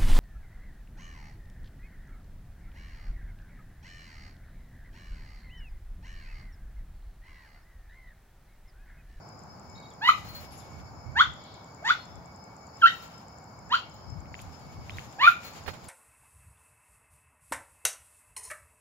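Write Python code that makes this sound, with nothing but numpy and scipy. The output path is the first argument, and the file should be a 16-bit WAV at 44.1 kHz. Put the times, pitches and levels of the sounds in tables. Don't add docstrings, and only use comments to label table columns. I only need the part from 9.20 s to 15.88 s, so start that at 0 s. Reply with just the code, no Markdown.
import sys
import numpy as np
from scipy import signal
from scipy.fft import rfft, irfft
from scipy.io import wavfile
from scipy.ndimage import uniform_filter1d

SR = 44100
rng = np.random.default_rng(int(sys.argv[2]) if len(sys.argv) > 2 else 0)


def volts_from_db(level):
    exponent = np.asarray(level, float) / 20
    return 10 ** exponent


def put_to_file(sound):
    columns = np.atleast_2d(sound).T
    safe = np.clip(columns, -1, 1)
    whole_steps = np.round(safe * 32767)
    wavfile.write(sys.argv[1], SR, whole_steps.astype(np.int16))


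N = 294754
T = np.arange(N) / SR


def colour(x, table):
    hz, db = np.transpose(table)
    log_f = np.log(np.fft.rfftfreq(N, 1 / SR) + 1)
    gain = volts_from_db(np.interp(log_f, np.log(hz), db))
    return irfft(rfft(x) * gain, N)


def unit(x):
    return x / np.sqrt(np.mean(x ** 2))


def walk(rate):
    k = int(SR / rate)
    held = np.repeat(rng.standard_normal(N // k + 1), k)
    return 1.38 * uniform_filter1d(uniform_filter1d(held, k), k)[:N]


def swell(s, hold, rise_db, fall_db):
    return volts_from_db(-rise_db * np.maximum(s - T, 0) - fall_db * np.maximum(T - s - hold, 0))


def add(out, s, sound, pan_db=0., lag_ms=0.):
    for ch, sign in enumerate((1, -1)):
        i = int((s + (ch == 0) * lag_ms / 1000) * SR)
        piece = sound[:N - i] * volts_from_db(sign * pan_db / 2)
        out[ch, i:i + len(piece)] += piece


def ring(hz, t60, rise=0.000094):
    t = T[:SR // 4]
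    envelope = (1 - np.exp(-t / rise)) * np.exp(-np.log(1000) * t / t60)
    return envelope * np.sin(2 * np.pi * hz * t + rng.uniform(0, 2 * np.pi))


# f/Hz, gain/dB
THROAT_GAIN = [(1500, -2), (2000, -1), (2230, -4), (2420, -5), (2750, -2.5), (3050, -3), (3350, -6),
               (3800, -5.5), (4300, -3.5), (4800, -18), (6500, -22), (9000, -42)]


def yelp(rows, half_db, half_s, breath, wobble, rasp):
    s, hz, first_db, over_db, bright_db, slope_db = np.transpose(rows)
    t = np.arange(s[0], s[-1], 1 / SR)
    progress = (t - s[0]) / (s[-1] - s[0])
    unsteady = 0.0031 + 0.015 * progress ** 2
    pitch = np.interp(t, s, hz)
    phase = 2 * np.pi * np.cumsum(pitch * (1 + unsteady * wobble[:len(t)])) / SR

    first, over = (uniform_filter1d(np.interp(t, s, volts_from_db(d / 2)) ** 2, SR // 400)
                   for d in (first_db, over_db))
    throat_hz, throat_db = np.transpose(THROAT_GAIN)
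    bright, slope = np.interp(t, s, bright_db), np.interp(t, s, slope_db)
    sizes = [first]
    for k in range(2, 10):
        tilt_db = (k > 2) * (bright + slope * (k - 3))
        sizes.append(over * volts_from_db(tilt_db + np.interp(k * pitch, throat_hz, throat_db)))

    partials = []
    for k, size in enumerate(sizes):
        depth = rasp * min(k ** 2 / 2 + 0.15, 2.5) * progress ** 1.4
        uneven = 1 + depth * wobble[k * SR // 10:][:len(t)]
        partials.append(size * uneven * np.sin((k + 1) * phase))
    lowest, upper = partials[0], sum(partials[1:])

    halving = volts_from_db(half_db) * np.clip((t - half_s) / .004, 0, 1) * 2 * np.sin(phase / 2)
    upper = upper * (1 + halving)
    lowest = lowest * (1 + volts_from_db(-19) * halving)

    airflow = np.sqrt(sum(sizes)) * (0.077 + progress)
    air = airflow * (1 + 0.2 * np.cos(phase)) * breath[:len(t)]
    voice = np.sqrt(2) * (lowest + upper) + air
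    return voice * np.minimum(1, (s[-1] - t) / 0.0056)


# t/s, pitch f/Hz, fundamental level/dB, overtone level/dB before the throat,
# lift of third and higher partials/dB, slope per partial above the third/dB
YELP_GLIDES = [
    [(0.808, 700, -52, -66, -37, -7), (0.82, 828, -44.5, -33.5, -12, 1), (0.84, 917, -30.5, -33, -1, -3),
     (0.855, 971, -35.5, -28, 0, -3), (0.865, 978, -53, -22.5, -4.5, -7),
     (0.88, 1023, -23, -20.5, -0.5, -4), (0.886, 1134, -23.5, -24, -15, 5.5),
     (0.893, 1289, -6, -22, -4, 1.5), (0.9, 1220, -50, -30, -14, -4)],
    [(1.953, 740, -68, -54, -25, -3), (1.958, 757, -49, -32, -25, -9), (1.97, 866.4, -33.5, -23, -18, 0),
     (1.99, 1016, -28, -24.5, -6, 0), (2.0, 1122, -20, -32.5, 20.5, -13), (2.01, 1414, -10, -41, 1, -2),
     (2.021, 1620, -23, -38, -2, -3), (2.027, 1610, -40, -40, -3, -4)],
    [(2.625, 631, -41, -66, 1, -2), (2.64, 759, -51, -52, -19, -8), (2.652, 870, -36, -32.5, -18, 3),
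     (2.675, 948, -33.5, -24, -15, 3.5), (2.69, 1090, -35.5, -31, 4.5, -2),
     (2.7, 1225, -20.5, -32, 8.5, -1.5), (2.708, 1463, -12.5, -45, 3, -7), (2.72, 1454, -51, -42, -10, 0)],
    [(3.613, 1783, -63, -72, -1, -8), (3.622, 1550, -27.5, -24.5, -21, -9),
     (3.63, 1358, -19, -36.5, -10, -12), (3.642, 1358, -7.5, -24.5, -4, -15),
     (3.655, 1378, -9.5, -28.5, -10.5, -3), (3.663, 1535, -19, -17, -2, -18),
     (3.67, 1805, -27, -34, 8, -12), (3.686, 1917, -24, -17.5, -12, -7.5)],
    [(4.495, 767, -53, -54, -15, -6), (4.51, 925, -49, -37.5, -9, 2), (4.525, 1002, -23, -46.5, 21, -7),
     (4.535, 1221, -26.5, -31, 4, -6), (4.545, 1401, -15, -31, -1, 0), (4.553, 1470, -32, -26.5, -5, -6),
     (4.562, 1780, -27, -38, -1, -4)],
    [(5.985, 743, -41, -67, -8, -2), (5.998, 874.5, -47, -32, -5.5, -5), (6.02, 1031, -24, -26.5, 0, -4.5),
     (6.043, 1196, -19, -16.5, -8, -16), (6.052, 1219, -15.5, -15.5, -13, -8),
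     (6.06, 1215, -40, -17, -19, -8), (6.072, 1370, -11, -38, -4.5, -3), (6.079, 1429, -8, -40, -13, -5),
     (6.085, 1415, -8, -47, -6, -4), (6.097, 1300, -44, -38, -8, -2)],
]
# half-pitch lines level/dB, their start t/s (after the yelp's end: none),
# breath level/dB and hiss past the teeth level/dB before the airflow, left minus right/dB
YELP_VOICES = [(-27, 0.65, -28.5, -40.5, -2), (-25, 1.99, -23.5, -60, -1), (-21, 4.3, -24.5, -48, -0.5),
               (-23.5, 3.3, -33, -49, -0.5), (-20, 3.6, -25.5, -49, -2), (-11, 6.018, -25, -40, -2)]
YELP_RASP = [.3, .45, .6, .4, .75, .9]
# f/Hz, gain/dB
BREATH_COLOUR = [(400, -43), (1300, 2), (2400, -5.5), (3400, -7), (4500, -13), (6500, -12), (9000, -34.5)]
# level/dB before its colour, t60/s
YARD_SCATTER = [(-7.5, 0.24), (-25, 0.9)]
# f/Hz, gain/dB
SCATTER_COLOUR = [(300, -3.5), (1000, 4.5), (1400, -4.5), (2200, 6.5), (3500, 7.5), (5000, 7.5), (16000, 7)]
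# delay/ms, left level/dB, right level/dB before their colour
SINGLE_ECHOES = [(9.063, -6, -6), (17.25, -14.5, -16), (28.43, -17, -43.5), (41.43, -24, -15.5),
                 (59.1, -23.5, -32.5), (88.7, -30, -38.5)]
# f/Hz, gain/dB
ECHO_COLOUR = [(300, -4), (1000, 4.5), (1400, -1.5), (2400, 5), (4000, 2.5), (16000, -0.5)]


def dog():
    direct, mono = np.zeros((2, N)), np.zeros((2, N))
    breath, wobble = unit(colour(rng.standard_normal(N), BREATH_COLOUR)), walk(400)
    teeth_colour = [(5500, -34.5), (7000, -2.5), (9000, -6.5), (12500, 8.0), (16000, -16.5)]
    teeth = unit(colour(rng.standard_normal(N), teeth_colour))
    for k, (rows, voice) in enumerate(zip(YELP_GLIDES, YELP_VOICES)):
        half_db, half_s, breath_db, teeth_db, pan_db = voice
        air = breath[k * SR:] * volts_from_db(breath_db) + teeth[k * SR:] * volts_from_db(teeth_db)
        sound = yelp(rows, half_db, half_s, air, wobble[k * SR:], YELP_RASP[k])
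        add(direct, rows[0][0], sound, pan_db, lag_ms=-.115)
        add(mono, rows[0][0], sound)

    t = T[:SR]
    scatter = np.zeros((2, SR))
    for db, t60 in YARD_SCATTER:
        tail = unit(rng.standard_normal((2, SR))) * np.exp(-np.log(1000) * t / t60)
        scatter += volts_from_db(db) * np.sqrt(2 * np.log(1000) / t60 / SR) * tail
    scatter *= np.clip(t / .015 - .3, 0, 1)

    slaps = np.zeros((2, SR))
    for ms, left_db, right_db in SINGLE_ECHOES:
        smear = rng.standard_normal((2, SR // 200)) * np.exp(-T[:SR // 200] / .0012)
        smear /= np.linalg.norm(smear, axis=1, keepdims=True)
        i = int(ms * SR / 1000)
        slaps[:, i:i + SR // 200] += volts_from_db(np.array([[left_db], [right_db]])) * smear

    scattered = signal.fftconvolve(colour(mono, SCATTER_COLOUR), scatter, axes=1)
    slapped = signal.fftconvolve(colour(mono, ECHO_COLOUR), slaps, axes=1)
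    return direct + (scattered + slapped)[:, :N]


# f/Hz, level/dB relative to the blow, t60/s
BIG_TAG_MODES = [(4280, 9, 0.31), (10700, -3, .1), (13431, 4.5, 0.28), (15574, 2.5, 0.17)]
SMALL_TAG_MODES = [(5200, 3, 0.14), (9830, 7.1, 0.25), (11500, 5, 0.27)]
# t/s, big tag level/dB, small tag level/dB
TAG_BLOWS = [(1.045, -59, -84), (1.085, -52, -63), (1.148, -48.5, -69), (1.204, -57, -64),
             (1.318, -90, -56.5), (1.375, -88, -59), (3.75, -60, -80), (3.82, -61, -103), (4.735, -68, -92),
             (6.245, -51, -65), (6.465, -55, -82)]


def tags():
    out = np.zeros((2, N))
    for s, big_db, small_db in TAG_BLOWS:
        for modes, blow_db in ((BIG_TAG_MODES, big_db), (SMALL_TAG_MODES, small_db)):
            for hz, db, t60 in modes:
                add(out, s, volts_from_db(blow_db + db) * ring(hz, t60, rise=0.0018), lag_ms=-.12)
    return out


# t/s, level/dB before the click's own decay, ring f/Hz
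CLAW_CLICKS = [(5.057, -43, 2200), (5.1426, -22.5, 2000), (5.192, -29.5, 2450), (5.696, -21.5, 2330),
               (5.7847, -19.5, 2020)]
# t/s, level/dB, time to peak/s, low-pass corner f/Hz, left minus right/dB
NEAR_SCUFFS = [(6.238, -52, .004, 6980, 9), (6.305, -54, 0.0031, 9000, -8), (6.459, -50, 0.0056, 1500, -25),
               (6.476, -42.5, 0.0069, 1430, -32.5), (6.53, -52, 0.011, 2500, -20.5),
               (6.633, -53.5, 0.012, 5960, 4)]
# t/s, level/dB before the band filter
LEAF_SNAPS = [(5.214, -39), (5.219, -36), (5.395, -48), (5.468, -54)]


def feet():
    out = np.zeros((2, N))
    for s, db, hz in CLAW_CLICKS:
        click = ring(hz, 0.0042) + volts_from_db(-22) * ring(1.8 * hz, 0.0046)
        add(out, s, volts_from_db(db) * click, pan_db=-3., lag_ms=.43)
        slap = ring(1.33 * hz, 0.0071)
        add(out, s + .0095, volts_from_db(db - 8) * slap, lag_ms=-.2)
    for s, db, length, top_hz, pan_db in NEAR_SCUFFS:
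        t = T[:int(8 * length * SR)]
        low_pass = signal.butter(1, top_hz, fs=SR, output="sos")
        grit = unit(signal.sosfilt(low_pass, rng.standard_normal(len(t))))
        add(out, s, volts_from_db(db) * grit * t / length * np.exp(1 - t / length), pan_db)
    bright = signal.butter(2, [6300, 11000], "band", fs=SR, output="sos")
    for s, db in LEAF_SNAPS:
        snap = signal.sosfilt(bright, rng.standard_normal(SR // 50))
        add(out, s, volts_from_db(db) * snap * np.exp(-T[:SR // 50] / 0.0035))
    return out


# f/Hz, gain/dB
LEAF_COLOUR = [(1000, -1.5), (2500, -2), (4000, -5.5), (6500, -3), (9000, -11), (12500, -12.5),
               (16000, -22)]
# start t/s, hold/s, level/dB before the flutter
LEAF_RUSTLES = [(0.957, 0.037, -52), (1.083, .16, -51.5), (1.365, 0.031, -57), (1.452, .15, -63),
                (2.77, 0.076, -65), (3.613, 0.12, -59), (3.724, 0.12, -51), (3.9, 0.13, -67),
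                (5.194, .14, -56.5), (5.4, 1.55, -61.5), (5.71, 0.14, -56.5), (6.256, 0.025, -50),
                (6.361, 0.027, -47.5), (6.477, 0.065, -62)]


def leaves():
    sparse = rng.random((2, N)) < .01
    cracks = rng.standard_normal((2, N)) * (1 + 2.0 * sparse * rng.exponential(1, (2, N)))
    stir = volts_from_db(-73.5)
    for s, hold, db in LEAF_RUSTLES:
        stir = stir + volts_from_db(db) * swell(s, hold, rise_db=300, fall_db=200)
    flutter_db = 2 * walk(40)
    return unit(colour(cracks, LEAF_COLOUR)) * stir * volts_from_db(flutter_db)


# t/s, length/s, start f/Hz, middle f/Hz, end f/Hz, level/dB before flutter and scatter
BIRD_NOTES = [(.553, 0.033, 3800, 3840, 3870, -52), (.556, .024, 4230, 4200, 4300, -60),
              (.578, 0.044, 4300, 4850, 3900, -57), (.621, .026, 3900, 3500, 3150, -62),
              (.625, .038, 3720, 3840, 3820, -52), (.63, .045, 4200, 4320, 4650, -62),
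              (.68, .045, 4420, 3750, 3150, -61), (1.352, 0.04, 7200, 6700, 6200, -54),
              (1.375, .028, 7250, 7150, 7000, -52), (1.385, .028, 5700, 5450, 5250, -54),
              (1.398, .024, 4350, 4150, 3850, -59), (1.4, .03, 3850, 3520, 3450, -58),
              (2.775, .065, 4260, 4260, 4250, -53), (5.72, .07, 3500, 3900, 4900, -54)]


def bird():
    out, flutter = np.zeros((2, N)), walk(150)
    for s, length, from_hz, middle_hz, to_hz, db in BIRD_NOTES:
        u = np.arange(int(length * SR)) / (length * SR)
        bend = np.interp(u, [0, .5, 1], [from_hz, middle_hz, to_hz])
        whistle = np.sin(np.pi * u) ** 0.082 * np.sin(2 * np.pi * np.cumsum(bend) / SR)
        add(out, s, volts_from_db(db) * whistle, pan_db=-3.)
    blur = volts_from_db(-33) * rng.standard_normal((2, SR // 4)) * np.exp(-T[:SR // 4] / .03)
    blur[:, 0] = .65
    broken = out * volts_from_db(3.5 * flutter)
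    return signal.fftconvolve(broken, blur, axes=1)[:, :N]


# t/s, level/dB before the random swings
BREEZE_LEVEL = [(0, -62), (1.4, -55), (2.2, -59), (2.6, -69), (4.2, -67.5), (5.8, -51), (6.68, -63)]
# peak t/s, level/dB before the random swings, left minus right/dB
GUST_PEAKS = [(.05, -61, -6), (.56, -55, 14), (1.06, -45, 6), (1.189, -57, 4), (1.58, -43.5, -10),
              (1.77, -44, 6.5), (1.88, -48, -16), (2.08, -52.5, -23), (2.98, -44.5, 8), (4.93, -47.5, 18),
              (5.119, -51, 5), (5.6, -44.5, -11), (5.75, -45, -12.5), (6.45, -49, -5), (6.68, -47, 1)]
# f/Hz, gain/dB
WIND_COLOUR = [(20, -41), (45, -9.5), (80, 2.5), (160, -5.5), (260, -17.5), (600, -29)]


def wind():
    breeze_db = np.interp(T, *np.transpose(BREEZE_LEVEL))
    force = volts_from_db(breeze_db + 2.9 * np.array([walk(5.5), walk(10)]))
    for s, db, pan_db in GUST_PEAKS:
        sides_db = np.array([[pan_db], [-pan_db]]) / 2
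        force += volts_from_db(db + sides_db) * swell(s, 0, rise_db=203.5, fall_db=220.5)
    force *= volts_from_db(3.6 * np.array([walk(20), walk(16)]))
    noise = rng.standard_normal((2, N)) + 0.69 * rng.standard_normal(N)
    rumble = unit(colour(noise, WIND_COLOUR))
    return colour(rumble * force, [(400, 0), (900, -38.5)])


# t/s, hold/s, from f/Hz, to f/Hz, level/dB
PASSING_HISS = (2.26, .1, 3200, 4800, -57)


def faint_hiss():
    s, hold, from_hz, to_hz, db = PASSING_HISS
    band = signal.butter(2, [from_hz, to_hz], "band", fs=SR, output="sos")
    noise = unit(signal.sosfilt(band, rng.standard_normal((2, N))))
    return volts_from_db(db) * swell(s, hold, rise_db=200, fall_db=120) * noise


# f/Hz, likeness [0-1], held to .99 at most
TOWN_LIKENESS = [(60, 1), (130, 1), (290, 0.85), (640, 0.54), (1400, 0.11), (15000, 0.17)]
# f/Hz, relative level/dB
TOWN_COLOUR = [(15, -79), (25, -29), (84, -3.5), (174, -3.5), (207, -6.5), (385, -14), (811, -7),
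               (1400, -15), (1940, -27), (2250, -26.5), (3520, -46.5), (5100, -20), (5780, -29),
               (7230, -31.5), (9500, -67), (12400, -83), (20900, -120)]
# f/Hz, width/Hz, level/dB before the random swings
TOWN_WHINES = [(2229, 38, -67), (4600, 53, -70), (5050, 31, -69.5), (5262, 52, -63), (6870, 160, -71.5)]


def town():
    hz, alike = np.transpose(TOWN_LIKENESS)
    alike = np.clip(alike, 0, .99)
    mid = colour(rng.standard_normal(N), np.c_[hz, 10 * np.log10(1 + alike)])
    side = colour(rng.standard_normal(N), np.c_[hz, 10 * np.log10(1 - alike)])
    traffic = unit(colour(np.array([mid + side, mid - side]), TOWN_COLOUR))
    out = traffic * volts_from_db(-49 + 0.09 * walk(1.7))
    for hz, width, db in TOWN_WHINES:
        band = signal.butter(2, [hz - width / 2, hz + width / 2], "band", fs=SR, output="sos")
        whine = unit(signal.sosfilt(band, rng.standard_normal((2, N))))
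        out += volts_from_db(db + 3.55 * walk(17)) * whine
    return out


# from t/s, to t/s
TICKING = [(0, .8), (2.0, 5.05), (5.9, 6.68)]


def ticks():
    out = np.zeros((2, N))
    slow = .2364 + .50069 * np.arange(10)
    fast = []
    for s in .0892 + .1024 * np.arange(65):
        replaced = np.any((s - slow > -.01) & (s - slow < .09))
        if not replaced:
            fast.append(s)
    for s in sorted([*slow, *fast]):
        if any(a < s < b for a, b in TICKING):
            fade_in = np.minimum(1, T[:SR // 4] / 0.00089)
            add(out, s, volts_from_db(-25) * ring(7220, 0.0043, rise=0.00073) * fade_in)
    return out * np.array([[1], [0]])


def scene():
    return dog() + tags() + feet() + leaves() + bird() + wind() + faint_hiss() + town()


def band_limit(x):
    return signal.sosfilt(signal.butter(12, 16660, fs=SR, output="sos"), x)


# f/Hz, gain/dB
LEFT_RESPONSE = [(100, 0.5), (2400, 0), (4400, 1), (6000, -2.5), (7100, 5), (7900, -6), (8700, -12),
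                 (9600, -4.5), (12500, -0.5), (16000, 5)]
RIGHT_RESPONSE = [(100, 1), (2400, -0.5), (4400, -3.5), (5400, -10), (6200, -13), (7300, -25),
                  (8700, -12.5), (10000, -7), (12500, -22.5), (16000, -2.5)]
# f/Hz, gain/dB
MICROPHONE_HISS = [(6000, -45), (8500, -9), (10000, -7.5), (15500, -4.5)]


def record(dry):
    ports = np.array([colour(dry[0], LEFT_RESPONSE), colour(dry[1], RIGHT_RESPONSE)])
    hiss = volts_from_db(-73.5) * unit(colour(rng.standard_normal((2, N)), MICROPHONE_HISS))
    top_cut = signal.ellip(10, .2, 60, 15800, fs=SR, output="sos")
    mix = signal.sosfilt(top_cut, ports + hiss + ticks())
    return band_limit(mix)


dry = scene()
out = record(dry)
put_to_file(out)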